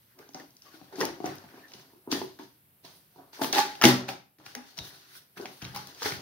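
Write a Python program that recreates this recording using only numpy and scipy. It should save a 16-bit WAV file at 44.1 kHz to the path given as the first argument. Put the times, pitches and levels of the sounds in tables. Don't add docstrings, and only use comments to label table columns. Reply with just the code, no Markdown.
import sys
import numpy as np
from scipy import signal
from scipy.fft import rfft, irfft, next_fast_len
from scipy.io import wavfile
from scipy.ndimage import uniform_filter1d, map_coordinates

SR = 44100
rng = np.random.default_rng(int(sys.argv[2]) if len(sys.argv) > 2 else 0)


def wrap_up_sound(samples):
    columns = np.atleast_2d(samples).T
    tamed = np.clip(columns, -1, 1)
    steps = np.round(tamed * 32767).astype(np.int16)
    wavfile.write(sys.argv[1], SR, steps)


def invert_db(level):
    return 10 ** (np.asarray(level, dtype=float) / 20)


N = 273861
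RISE_DB = 39
WANDER_HZ = 45

# (pitch [Hz], width [Hz], level [dB])
BOX_MODES = [(275, 41, -8.5), (323.5, 22, -8.5), (376.2, 12, -2), (544, 220, -14)]
# (pitch [Hz], width [Hz], level [dB])
TABLE_MODES = [(88, 44, -10), (137.6, 16, 0.5), (200, 18, -1)]
# (pitch [Hz], width [Hz], level [dB])
LID_MODES = [(690, 116, -10.5), (803, 54, -11.5), (941, 130, -14), (1300, 430, -22)]
# (frequency [Hz], level [dB])
FIZZ_COLOUR = [(6500, -35.5), (8300, -3), (9500, 3), (12000, 0.5), (14000, 0.5), (15700, 6.5), (16000, -27)]


def unit(x):
    return x / np.sqrt(np.mean(x ** 2) + 1e-20)


def peaked(x):
    return x / np.abs(x).max()


def along(points, hz):
    f, v = np.transpose(points)
    return np.interp(np.log(hz + 1), np.log(f + 1), v)


def filtered(x, response):
    n = x.shape[-1]
    m = next_fast_len(n + min(n, 8192))
    hz = np.fft.rfftfreq(m, 1 / SR)
    return irfft(rfft(x, m) * response(hz), m)[..., :n]


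def coloured(x, spectrum):
    return unit(filtered(x, lambda hz: invert_db(along(spectrum, hz))))


def resonant(modes):
    def response(f):
        total = 0
        for k, (hz, width, db) in enumerate(modes):
            total = total + (-1) ** k * invert_db(db) * 1j * f * width / (hz * hz - f * f + 1j * f * width)
        return total
    return response


def uneven(modes, changes_db):
    return resonant([(hz, width, db + change) for (hz, width, db), change in zip(modes, changes_db)])


def no_bass(hz, edge_hz):
    return (1j * hz / (edge_hz + 1j * hz)) ** 3


def diffuse(pair):
    # (frequency [Hz], left-right likeness [-1 to 1])
    likeness = [(60, 1), (130, 0.88), (290, 0.82), (640, 0.11), (1410, -0.32), (3100, 0.23), (6820, -0.21),
                (15000, 0.0)]
    turn = lambda hz: np.arccos(np.clip(along(likeness, hz), -1, 1)) / 2
    mid, side = filtered(pair, lambda hz: np.array([np.cos(turn(hz)), np.sin(turn(hz))]))
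    return np.array([mid + side, mid - side])


def stroke_db(late, peak_db, rise_s, t60_s):
    return peak_db + np.where(late < 0, RISE_DB * late / np.abs(rise_s), -60 * late / np.abs(t60_s))


def strokes(rows, column=2):
    rows, t = np.array(rows)[:, :, None], np.arange(0, N, 40) / SR
    db = stroke_db(t - rows[:, 0], rows[:, column], rows[:, 1], rows[:, -1])
    return np.interp(np.arange(N) / SR, t, np.sqrt(np.sum(invert_db(2 * db), axis=0)))


def hands():
    # (time [s], left over right [dB])
    balance = [(0, -0.5), (.7, 3.5), (1.2, 3.5), (1.8, -0.5), (2.2, 2), (2.9, -2.5), (3.4, 1), (3.84, 1.5),
               (4.2, -0.5), (4.7, 3.5), (5.2, -0.5), (5.6, 2.5), (6.2, 1.5)]
    s, pan_db = np.transpose(balance)
    return invert_db(np.interp(np.arange(N) / SR, s, pan_db) * [[.5], [-.5]])


def pop():
    # (pitch [Hz], level [dB], 60 dB decay time [s])
    jolted_modes = [(129.8, -7.5, 0.48), (198, -9.5, 0.42), (248, 0.5, 0.37), (318.3, 0, 0.22),
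                    (360, 1, .2), (458.4, -12, 0.29), (571, -16.5, 0.43), (663, -11.5, 0.13),
                    (827, -6, 0.27)]
    t, out = np.arange(SR) / SR, np.zeros((2, N))
    rock = lambda: map_coordinates(rng.standard_normal(60), [t * WANDER_HZ])
    ring = 0
    for hz, db, t60 in jolted_modes:
        level = invert_db(db - 60 * t / t60 + 1.8 * rock())
        apart = (.05 + hz / 1000) * np.array([rock(), rock()])
        ring = ring + level * np.sin(2 * np.pi * hz * t + .4 * rock() + apart)
    swell = 1 - np.exp(-t / 0.006)
    start = round(3.839 * SR)
    out[:, start:start + SR] = invert_db(-4.5) * peaked(filtered(ring * swell, lambda hz: no_bass(hz, 30)))
    return out


def thumps():
    # (time [s], peak [dB], pitch of the struck panel [Hz], lid ring [dB])
    held = [(0.397, -38.5, 297, 2), (0.984, -26.5, 302, -4), (1.011, -20.5, 414, -20),
            (1.031, -20, 332, 1.5), (1.203, -26.5, 335, 0), (2.216, -24, 384, 3), (3.394, -41, 305, 6),
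            (3.416, -18, 314, -0.5), (3.533, -33, 394, 12.5), (3.563, -32.5, 380, 5.5),
            (5.398, -25.5, 370, -9)]
    tapped = [(0.196, -41, 417, -20), (0.292, -47.5, 277, -4), (0.348, -36, 270, 10.5),
              (0.741, -42.5, 322, -12), (0.926, -49, 405, 7), (0.936, -34.5, 370, -2.5),
              (1.235, -44, 328, 3), (1.242, -20.5, 319, -0.5), (1.541, -41, 287, -7),
              (1.577, -43, 290, -12), (1.934, -46.5, 350, -4), (2.075, -26.5, 341, -6.5),
              (2.125, -16.5, 306, -8), (2.395, -35.5, 311, -3), (3.333, -52, 317, 8.5),
              (3.839, -9.5, 340, 0.5), (3.848, -18, 347.5, -11), (4.553, -44, 466, 4),
              (5.454, -43.5, 240, 12), (6.019, -35.5, 470, 3), (6.058, -24, 412, 0.5)]
    pushed = [(0.814, -44.5, 284, 1), (1.262, -34, 357, -16), (1.441, -44.5, 232, 6),
              (1.744, -44.5, 366, -7), (2.171, -36, 326, -21), (2.846, -46, 313, 6.5), (3.16, -50, 380, 3),
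              (3.817, -35.5, 305, 5), (4.088, -42.5, 250, 18), (4.388, -50, 297, -10),
              (4.463, -47, 360, -1), (5.369, -41, 367, -4)]
    rocked = [
        (4.782, -48.5, 386, 11.5),
        (5.623, -39.5, 200, -17),
        (5.637, -58, 260, -6),
        (5.745, -46.5, 230, -6),
        (5.76, -48.5, 216, -22),
        (6.119, -40, 236, -17),
    ]
    table_boom = [-22, -18.5, -3, 9]
    out, t = np.zeros((2, N + SR)), np.arange(SR // 6) / SR
    push = (t / .00025) * np.exp(-t / 0.00044)
    for kind, boom_db in zip((held, tapped, pushed, rocked), table_boom):
        for s, db, panel_hz, lid_db in kind:
            luck = rng.normal(0, 2.5, 16)
            lid_hz = 810 + 55 * rng.standard_normal()
            wall_ring = uneven(BOX_MODES + [(panel_hz, 45, 5)], luck)
            table_ring = uneven(TABLE_MODES, luck[5:])
            lid_ring = uneven(LID_MODES + [(lid_hz, 60, 1.5)], luck[9:])
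            walls, table, lid = filtered(
                push, lambda hz: np.array([no_bass(hz, 120) * wall_ring(hz), table_ring(hz), lid_ring(hz)]))
            side = invert_db(1.6 * luck[14:, None])
            blow = peaked(walls) + invert_db(boom_db) * peaked(table) + invert_db(lid_db) * side * peaked(lid)
            out[:, round(s * SR):][:, :len(t)] += invert_db(db - 3.0) * blow
    return out[:, :N]


def snaps():
    # (time [s], peak [dB],
    # pitch [Hz], fizz [dB])
    snap_events = [(0.191, -53, 1330, 1), (0.398, -44, 1760, -8), (1.0109, -20.5, 1810, -21),
                   (1.2427, -42, 1560, -21), (2.125, -23.5, 1770, -29), (2.2172, -35, 1850, -36),
                   (2.399, -46, 1560, -24), (3.331, -54.5, 1520, -30.5), (3.418, -26, 1300, -19),
                   (3.444, -24.5, 1740, -8), (3.814, -18.5, 1800, -13), (3.8208, -20, 1300, -18),
                   (3.8299, -18, 1860, -19), (3.838, -5, 1970, -16), (4.0888, -23, 2500, -15),
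                   (4.102, -38.5, 1710, -22.5), (4.5499, -32, 1950, -4.5), (5.456, -30.5, 2040, -30),
                   (5.618, -38, 1920, -20), (5.7464, -44, 1520, 2), (6.0204, -27, 1390, -30),
                   (6.1212, -27, 2140, -15),
                   (0.189, -50, 5460, -15), (0.2897, -46, 6200, -20), (0.335, -47, 5530, -20),
                  (0.506, -55.5, 5500, -2.5), (0.62, -45.5, 5500, -20), (1.6821, -50, 5300, -25.5),
                  (1.7185, -48, 5400, -25), (1.7184, -46.5, 3100, -25.5), (1.736, -40, 5560, -24),
                  (1.7377, -39, 2950, -25.5), (5.6204, -35, 5190, -14.5), (6.03, -23.5, 4500, -15),
                  (0.345, -31.5, 5900, -22), (0.567, -45, 5340, -11), (0.957, -39, 5100, -30),
                  (1.0054, -23, 5280, -11.5), (1.052, -24.5, 5370, -6), (1.258, -31.5, 5750, -14),
                  (1.3546, -47.5, 4500, 4.5), (1.3828, -42.5, 4660, -21), (1.736, -49, 4040, -26),
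                  (2.116, -19.5, 4800, -22), (2.849, -47, 3660, -21), (3.436, -23.5, 3280, -30.5),
                  (3.527, -17.5, 5820, -10.5), (3.5494, -21.5, 3520, -23), (3.8525, -6, 3410, -17),
                  (4.463, -37, 2720, -12), (4.778, -33, 5400, -13.5), (4.7875, -26, 4140, -15.5),
                  (5.412, -43, 4710, -19), (5.6494, -32, 3100, -17), (5.7603, -33, 4830, -2),
                  (5.871, -38.5, 4920, -2), (6.0614, -41.5, 3780, -20),
                   (0.96, -43.5, 1680, -22.5), (0.996, -46.5, 4500, -9), (1.001, -41.5, 2356, -15),
                    (1.018, -35, 5480, -12.5), (1.033, -44, 2180, -6.5), (1.06, -42, 3096, -12),
                    (1.2021, -49.5, 2287, -14), (1.263, -38, 2080, -4.5), (1.265, -46, 3960, -0.5),
                    (0.814, -52, 1490, -26), (1.545, -55, 1500, -17.5), (2.389, -45, 1460, -20),
                    (3.4138, -38.5, 2558, -5), (3.444, -29.5, 4200, -12), (3.531, -29.5, 2640, -5),
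                    (3.558, -25, 4600, -15), (3.583, -18.5, 2060, -14.5), (3.591, -20.5, 4300, -14.5),
                    (3.601, -23.5, 4200, -14.5), (3.7522, -37.5, 3150, -20), (3.822, -18.5, 2940, -5.5),
                    (3.844, -23.5, 2402, -15), (4.385, -58, 1965, -15), (4.399, -52, 1200, -20),
                    (4.44, -59, 1634, -18), (4.46, -43, 5200, -12.5), (4.551, -30.5, 5400, -13),
                    (4.7723, -43, 4500, -18), (4.801, -42, 3930, -16.5), (5.3715, -40.5, 1560, -9),
                    (5.456, -42.5, 3100, -20), (5.6243, -34.5, 3060, -16.5), (5.644, -36.5, 4200, -15.5),
                    (5.7616, -31, 1180, -8.5), (5.772, -34, 5070, -9), (5.947, -45, 4750, -11.5),
                    (5.9992, -47.5, 2380, -8.5), (6.0263, -31.5, 5170, -12), (6.061, -27, 1700, -16)]
    # (frequency [Hz], level [dB])
    crack_colour = [(300, -37.5), (900, 1.5), (1500, -10.5), (4500, -13), (6500, -11.5), (7800, -40.5),
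                    (9000, -38)]
    out, t = np.zeros((2, N + SR)), np.arange(SR // 30) / SR
    tick = 1. * (np.arange(len(t)) == 200)
    fade = invert_db(-60 * t / 0.009) * (1 - np.exp(-t / 0.0005)) ** 2
    ring_fade = 0.33 * invert_db(-60 * t / 0.014) * (1 - np.exp(-t / .0004))
    for s, db, hz, fizz_db in snap_events:
        wall_db = -6 - 4 * np.log2(hz / 2000) - .06 * (db + 18)
        noise = rng.standard_normal((2, len(t)))
        peak = resonant([(hz, .16 * hz, 1.5)])
        edge = lambda f: invert_db(along(crack_colour, f)) * np.abs(no_bass(f, .45 * hz)) * (0.42 + 1.4 * np.abs(peak(f)))
        ring = ring_fade * np.sin(2 * np.pi * hz * t)
        low = peaked(peaked(fade * filtered(noise[0], edge)) + ring)
        high = invert_db(fizz_db) * peaked(fade * coloured(noise[1], FIZZ_COLOUR))
        even = np.std(low) * unit(filtered(tick, edge)) + np.std(high) * coloured(tick, FIZZ_COLOUR)
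        both = np.array([low + high, invert_db(wall_db) * np.roll(even, -150)])
        out[:, round(s * SR):][:, :len(t)] += invert_db(db + 4.0) * both
    return out[:, :N]


def grit(rate, spread_db, smooth):
    clumps = map_coordinates(rng.standard_normal(400), [np.arange(N) * WANDER_HZ / SR], order=1)
    slips = (rng.random(N) < rate / SR) * rng.choice([-1, 1], (2, N)) * invert_db(spread_db * rng.random(N))
    return unit(invert_db(1.5 * clumps) * (unit(slips) + smooth * rng.standard_normal((2, N))))


def patchy(x, patchy_db):
    z = signal.stft(x, nperseg=256)[2]
    field = uniform_filter1d(rng.standard_normal(z.shape[-2:]), size=2, axis=0)
    field = uniform_filter1d(field, size=7, axis=1)
    return unit(signal.istft(z * invert_db(patchy_db * unit(field)), nperseg=256)[1][..., :N])


def rubbing():
    # (peak time [s], rise [s], peak [dB], 60 dB decay time [s])
    presses = [(.188, 0.068, -51, 0.44), (.346, 0.013, -43.5, 0.4), (.396, 0.079, -49, 0.25),
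               (.65, 0.03, -57, 1.7), (.744, 0.27, -61, 2), (.984, 0.16, -49, .3),
               (1.008, 0.032, -29, 0.42), (1.26, 0.072, -35, 0.38), (1.586, 0.68, -53, 0.41),
               (1.744, 0.75, -54.5, 1.1), (2.08, 0.025, -41, 0.29), (2.118, 0.017, -35, 0.53),
               (2.396, 0.02, -43.5, 0.21), (2.85, 0.043, -53, 0.52), (3.195, 0.084, -50, 0.45),
               (3.385, 0.18, -56.5, 0.25), (3.418, 0.064, -30.5, 0.4), (3.586, 0.16, -23.5, 0.092),
               (3.656, 0.074, -39.5, 0.39), (3.85, 0.055, -18.5, 0.47), (4.086, 0.021, -38, 0.27),
               (4.4, 0.017, -55.5, 1.55), (4.56, 0.037, -46.5, 0.34), (4.783, 0.057, -48, 0.8),
               (5.162, 0.35, -62.5, 0.36), (5.397, 0.057, -39, 0.5), (5.629, 0.021, -43, 0.26),
               (5.767, 0.21, -48.5, 1.56), (6.059, 0.15, -42.5, 4)]
    # (peak time [s], rise [s], scrape [dB], scratch [dB], 60 dB decay time [s])
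    fingers = [(.02, 0.07, -74, -71.5, 0.24), (.11, .15, -68, -86, 0.27), (.188, 0.013, -55.5, -61, 0.55),
               (.346, 0.0083, -50, -54.5, 0.4), (.4, 0.16, -56, -53.5, 0.24), (.6, 8.2, -90, -69, 2.8),
               (.622, .005, -74, -63.5, 1.3), (.66, 0.03, -58.5, -60, .8), (.744, 0.46, -62, -58.5, 3.2),
               (.926, 0.011, -56, -55.5, 0.73), (.96, 0.01, -60, -48, 0.6), (1.008, 0.086, -38, -40, 0.46),
               (1.26, 0.083, -41.5, -43.5, 0.47), (1.586, 1.4, -53.5, -60, 0.5),
               (1.745, 0.21, -57.5, -51.5, 0.41), (1.79, 0.092, -60.5, -56, 0.67),
               (2.118, 0.025, -35.5, -29, 0.39), (2.39, 0.0053, -56.5, -52.5, 0.49),
               (2.85, 0.032, -51, -47, 0.39), (2.97, .2, -87, -60.5, 0.34), (3.176, 0.38, -67.5, -65, 0.97),
               (3.332, 0.015, -51.5, -49, 1.4), (3.72, .2, -58.5, -55, .9)]
    flaps = [(3.417, 0.009, -34.5, -30, 0.36), (3.531, 0.0068, -24, -25, 0.48),
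             (3.587, 0.061, -22, -23, 0.16), (3.842, 0.024, -14.5, -14, 0.28),
             (4.085, 0.015, -37, -35, 0.22), (4.386, .004, -64, -64, 1), (4.466, 0.06, -48, -47, 0.42),
             (4.549, 0.018, -55, -57.5, 1.1), (4.69, .2, -71, -53, 0.33), (4.778, 0.035, -48, -46, 0.3),
             (4.85, 0.22, -50.5, -46.5, .7), (5.162, 0.43, -53.5, -50.5, 0.27),
             (5.377, 0.029, -40, -46.5, 0.077), (5.4, 0.0847, -57.5, -53, 3.1),
             (5.629, 0.064, -45.5, -56.5, 0.64), (5.748, .005, -37.5, -42, .3),
             (5.768, 0.047, -39, -42, 0.18), (5.9, 0.86, -55, -50, 0.46), (6.057, 0.12, -30.5, -28.5, 0.41)]
    # (peak time [s], rise [s], peak [dB], 60 dB decay time [s])
    swishes = [
        (.63, .15, -72, 3),
        (1.008, 0.042, -42.5, 0.26),
        (2.246, 0.57, -54, 0.19),
        (2.97, .3, -58, 0.32),
        (3.43, 0.069, -35, 0.33),
        (3.586, 0.11, -34.5, 0.07),
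        (4.88, 0.26, -53.5, 0.51),
        (5.162, 0.19, -49.5, 0.22),
        (5.37, 0.026, -58.5, 3.8),
        (5.603, 0.87, -59, 0.86),
    ]
    # (frequency [Hz], level [dB])
    scrape_colour = [(500, -35), (900, -14), (1500, -1.5), (2200, -7), (3200, -15), (5000, -26)]
    scratch_colour = [(1500, -33), (2800, -2.5), (4500, 3), (6200, -2), (7800, -18.5), (9000, -34)]
    press, scrape, scratch = strokes(presses), strokes(fingers + flaps), strokes(fingers + flaps, column=3)
    fizz = np.hypot(invert_db(-8.5) * scratch, strokes(swishes))
    slips = grit(rate=300, spread_db=1.0, smooth=0.87)[0]
    box, table, lid = resonant(BOX_MODES), resonant(TABLE_MODES), resonant(LID_MODES)
    shell = lambda hz: no_bass(hz, 54) * (box(hz) + 0.1 * table(hz) + 1.074 * lid(hz))
    fine = patchy(grit(rate=380, spread_db=3.5, smooth=0.96), patchy_db=3)
    finest = patchy(grit(rate=1500, spread_db=10, smooth=1.3), patchy_db=2)
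    surface = scratch * coloured(finest, scratch_colour) + fizz * coloured(finest, FIZZ_COLOUR)
    return invert_db(-4.0) * (press * unit(filtered(slips, shell)) + scrape * coloured(fine, scrape_colour) + surface)


def squeak():
    # (peak time [s], rise [s], peak [dB], 60 dB decay time [s])
    songs = [
        (3.591, 0.088, -18, 0.22),
        (3.69, 0.033, -43, 0.85),
        (4.57, 0.017, -46, 0.27),
        (5.771, 0.097, -39.5, 0.28),
    ]
    # (pitch [Hz], level [dB])
    lid_tones = [(824, 0), (868, -3.5), (1150, -15), (1725, -16)]
    t = np.arange(N) / SR
    drift = map_coordinates(rng.standard_normal((2, 400)), [[[0] * N, [1] * N], [t * WANDER_HZ, t * WANDER_HZ]])
    loose = np.clip((t - 3.62) / .05, .6, 1.5)
    wander = loose * (.7 * drift[0] + drift)
    modes = [invert_db(db) * np.sin(2 * np.pi * hz * t + wander) for hz, db in lid_tones]
    taut = np.clip((4.6 - t) / 0.017, 0, 1)
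    lingering = taut * strokes(songs[1:2]) + strokes(songs[2:])
    sung = strokes(songs[:1]) * sum(modes) + lingering * (modes[0] + .3 * modes[1])
    return sung * invert_db([[-1.3], [1.3]])


def chirps():
    # (peak time [s], rise [s], peak [dB], pitch [Hz], 60 dB decay time [s])
    patches = [(.4, .02, -48.5, 1800, 0.069), (.672, .04, -57, 1140, 0.22), (0.74, 0.052, -61, 1470, 0.11),
               (1.015, 0.012, -26, 1820, 0.05), (1.3, .03, -55, 1780, 0.17),
               (1.65, 0.067, -50.5, 1800, 0.12), (3.2, .1, -53.5, 730, 0.23),
               (4.792, 0.0092, -46, 3770, 0.37), (4.78, .02, -41.5, 5600, 0.1), (4.57, .02, -47, 249, 0.38),
               (5.77, 0.022, -45.5, 5200, 0.1), (.352, .01, -52, 910, 0.26), (2.85, .01, -57, 1000, 0.28),
               (3.82, .01, -34, 1300, .15), (3.822, .01, -33, 1700, 0.18), (3.84, .005, -21.5, 2200, 0.063),
               (2.13, 0.011, -41.5, 1805, 0.32), (5.41, .03, -53, 1490, 0.37)]
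    out = np.zeros((2, N))
    for s, rise, db, hz, t60 in patches:
        start, n = round((s - .12) * SR), SR // 3
        noise = rng.standard_normal((2, n)) + rng.standard_normal(n)
        patch = resonant([(hz, 0.099 * hz, 0)])
        late = np.arange(start, start + n) / SR - s
        swell = invert_db(stroke_db(late, db, rise, t60))
        out[:, start:start + n] += swell * unit(filtered(noise, lambda f: patch(f) ** 2))
    return out * hands()


def wafts():
    # (time [s], peak [dB])
    puffs = [
        (4.784, -43.5),
        (6.042, -48),
    ]
    t = np.arange(N) / SR - np.array(puffs)[:, :1]
    swell = invert_db(np.array(puffs)[:, 1:]) * (t > 0) * (1 - np.exp(-abs(t) / 0.007)) * invert_db(-60 * abs(t) / 0.23)
    air_colour = [(12, -32.5), (30, -19.0), (70, 0), (110, 9.0), (250, -47.0)]  # (Hz, dB)
    air = coloured(diffuse(rng.standard_normal((2, N))), air_colour)
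    return swell.sum(axis=0) * air * invert_db([[1.6], [-1.6]])


def room(x, wet_db, gap):
    # (frequency [Hz], 60 dB decay time [s])
    decay = [(60, 0.69), (130, 0.69), (250, 0.33), (600, 0.27), (2000, 0.37), (6000, 0.34), (14000, 0.19)]
    hop, out = SR // 3, np.zeros((2, N + 2 * SR))
    x = np.pad(x, (hop, 2 * hop))
    for start in range(0, N + hop, hop):
        hz, t, z = signal.stft(rng.standard_normal((2, SR * 3 // 4)), SR, nperseg=512)
        tail = signal.istft(z * invert_db(-60 * t / along(decay, hz)[:, None]), SR, nperseg=512)[1]
        tail = tail * (1 - np.exp(-np.arange(tail.shape[1]) / SR / gap))
        tail = diffuse(tail / np.linalg.norm(tail[0]))
        piece = signal.fftconvolve((x[start:start + 2 * hop] * np.hanning(2 * hop))[None], tail, axes=1)
        out[:, start:start + piece.shape[1]] += piece
    return invert_db(wet_db) * out[:, hop:hop + N]


def room_tone():
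    # (frequency [Hz], level [dB per Hz])
    hiss_colour = [(18, -50.5), (40, -22.5), (131, -3), (275, -13.5), (606, -18.5), (2650, -22),
                   (6670, -31), (12500, -15.5)]
    since = np.arange(N) / SR - 3.84
    duck_db = -10 * (since > 0) * np.exp(-abs(since) / 0.71)
    hiss = coloured(diffuse(rng.standard_normal((2, N))), hiss_colour + [(15500, -17.5), (16400, -20.5)])
    return invert_db(-63 + duck_db) * hiss


def scene():
    dull = filtered(thumps(), lambda hz: no_bass(hz, 50))
    (sharp, spread), slide = snaps(), rubbing()
    near = (dull + slide + pop()) * hands()
    delay_s = np.array([[0], [.00016]])
    near = filtered(near, lambda hz: np.exp(-2j * np.pi * hz * delay_s))
    echo = room(invert_db(-2.5) * dull[0] + spread + invert_db(-8.5) * slide[0], wet_db=3.0, gap=0.0016)
    edges = np.array([sharp, np.roll(sharp, 3)]) * hands()
    return near + edges + squeak() + wafts() + echo * invert_db([[.6], [-.6]]) + room_tone() + chirps()


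def low_pass(x):
    return signal.sosfilt(signal.butter(12, 15750, fs=SR, output="sos"), x)


def record(dry):
    rounded = dry / (1 + np.abs(dry / 0.98) ** 6) ** (1 / 6)
    mix = filtered(rounded, lambda hz: invert_db(-35 * (hz > 15900)))
    return low_pass(mix)


dry = scene()
out = record(dry)
wrap_up_sound(out)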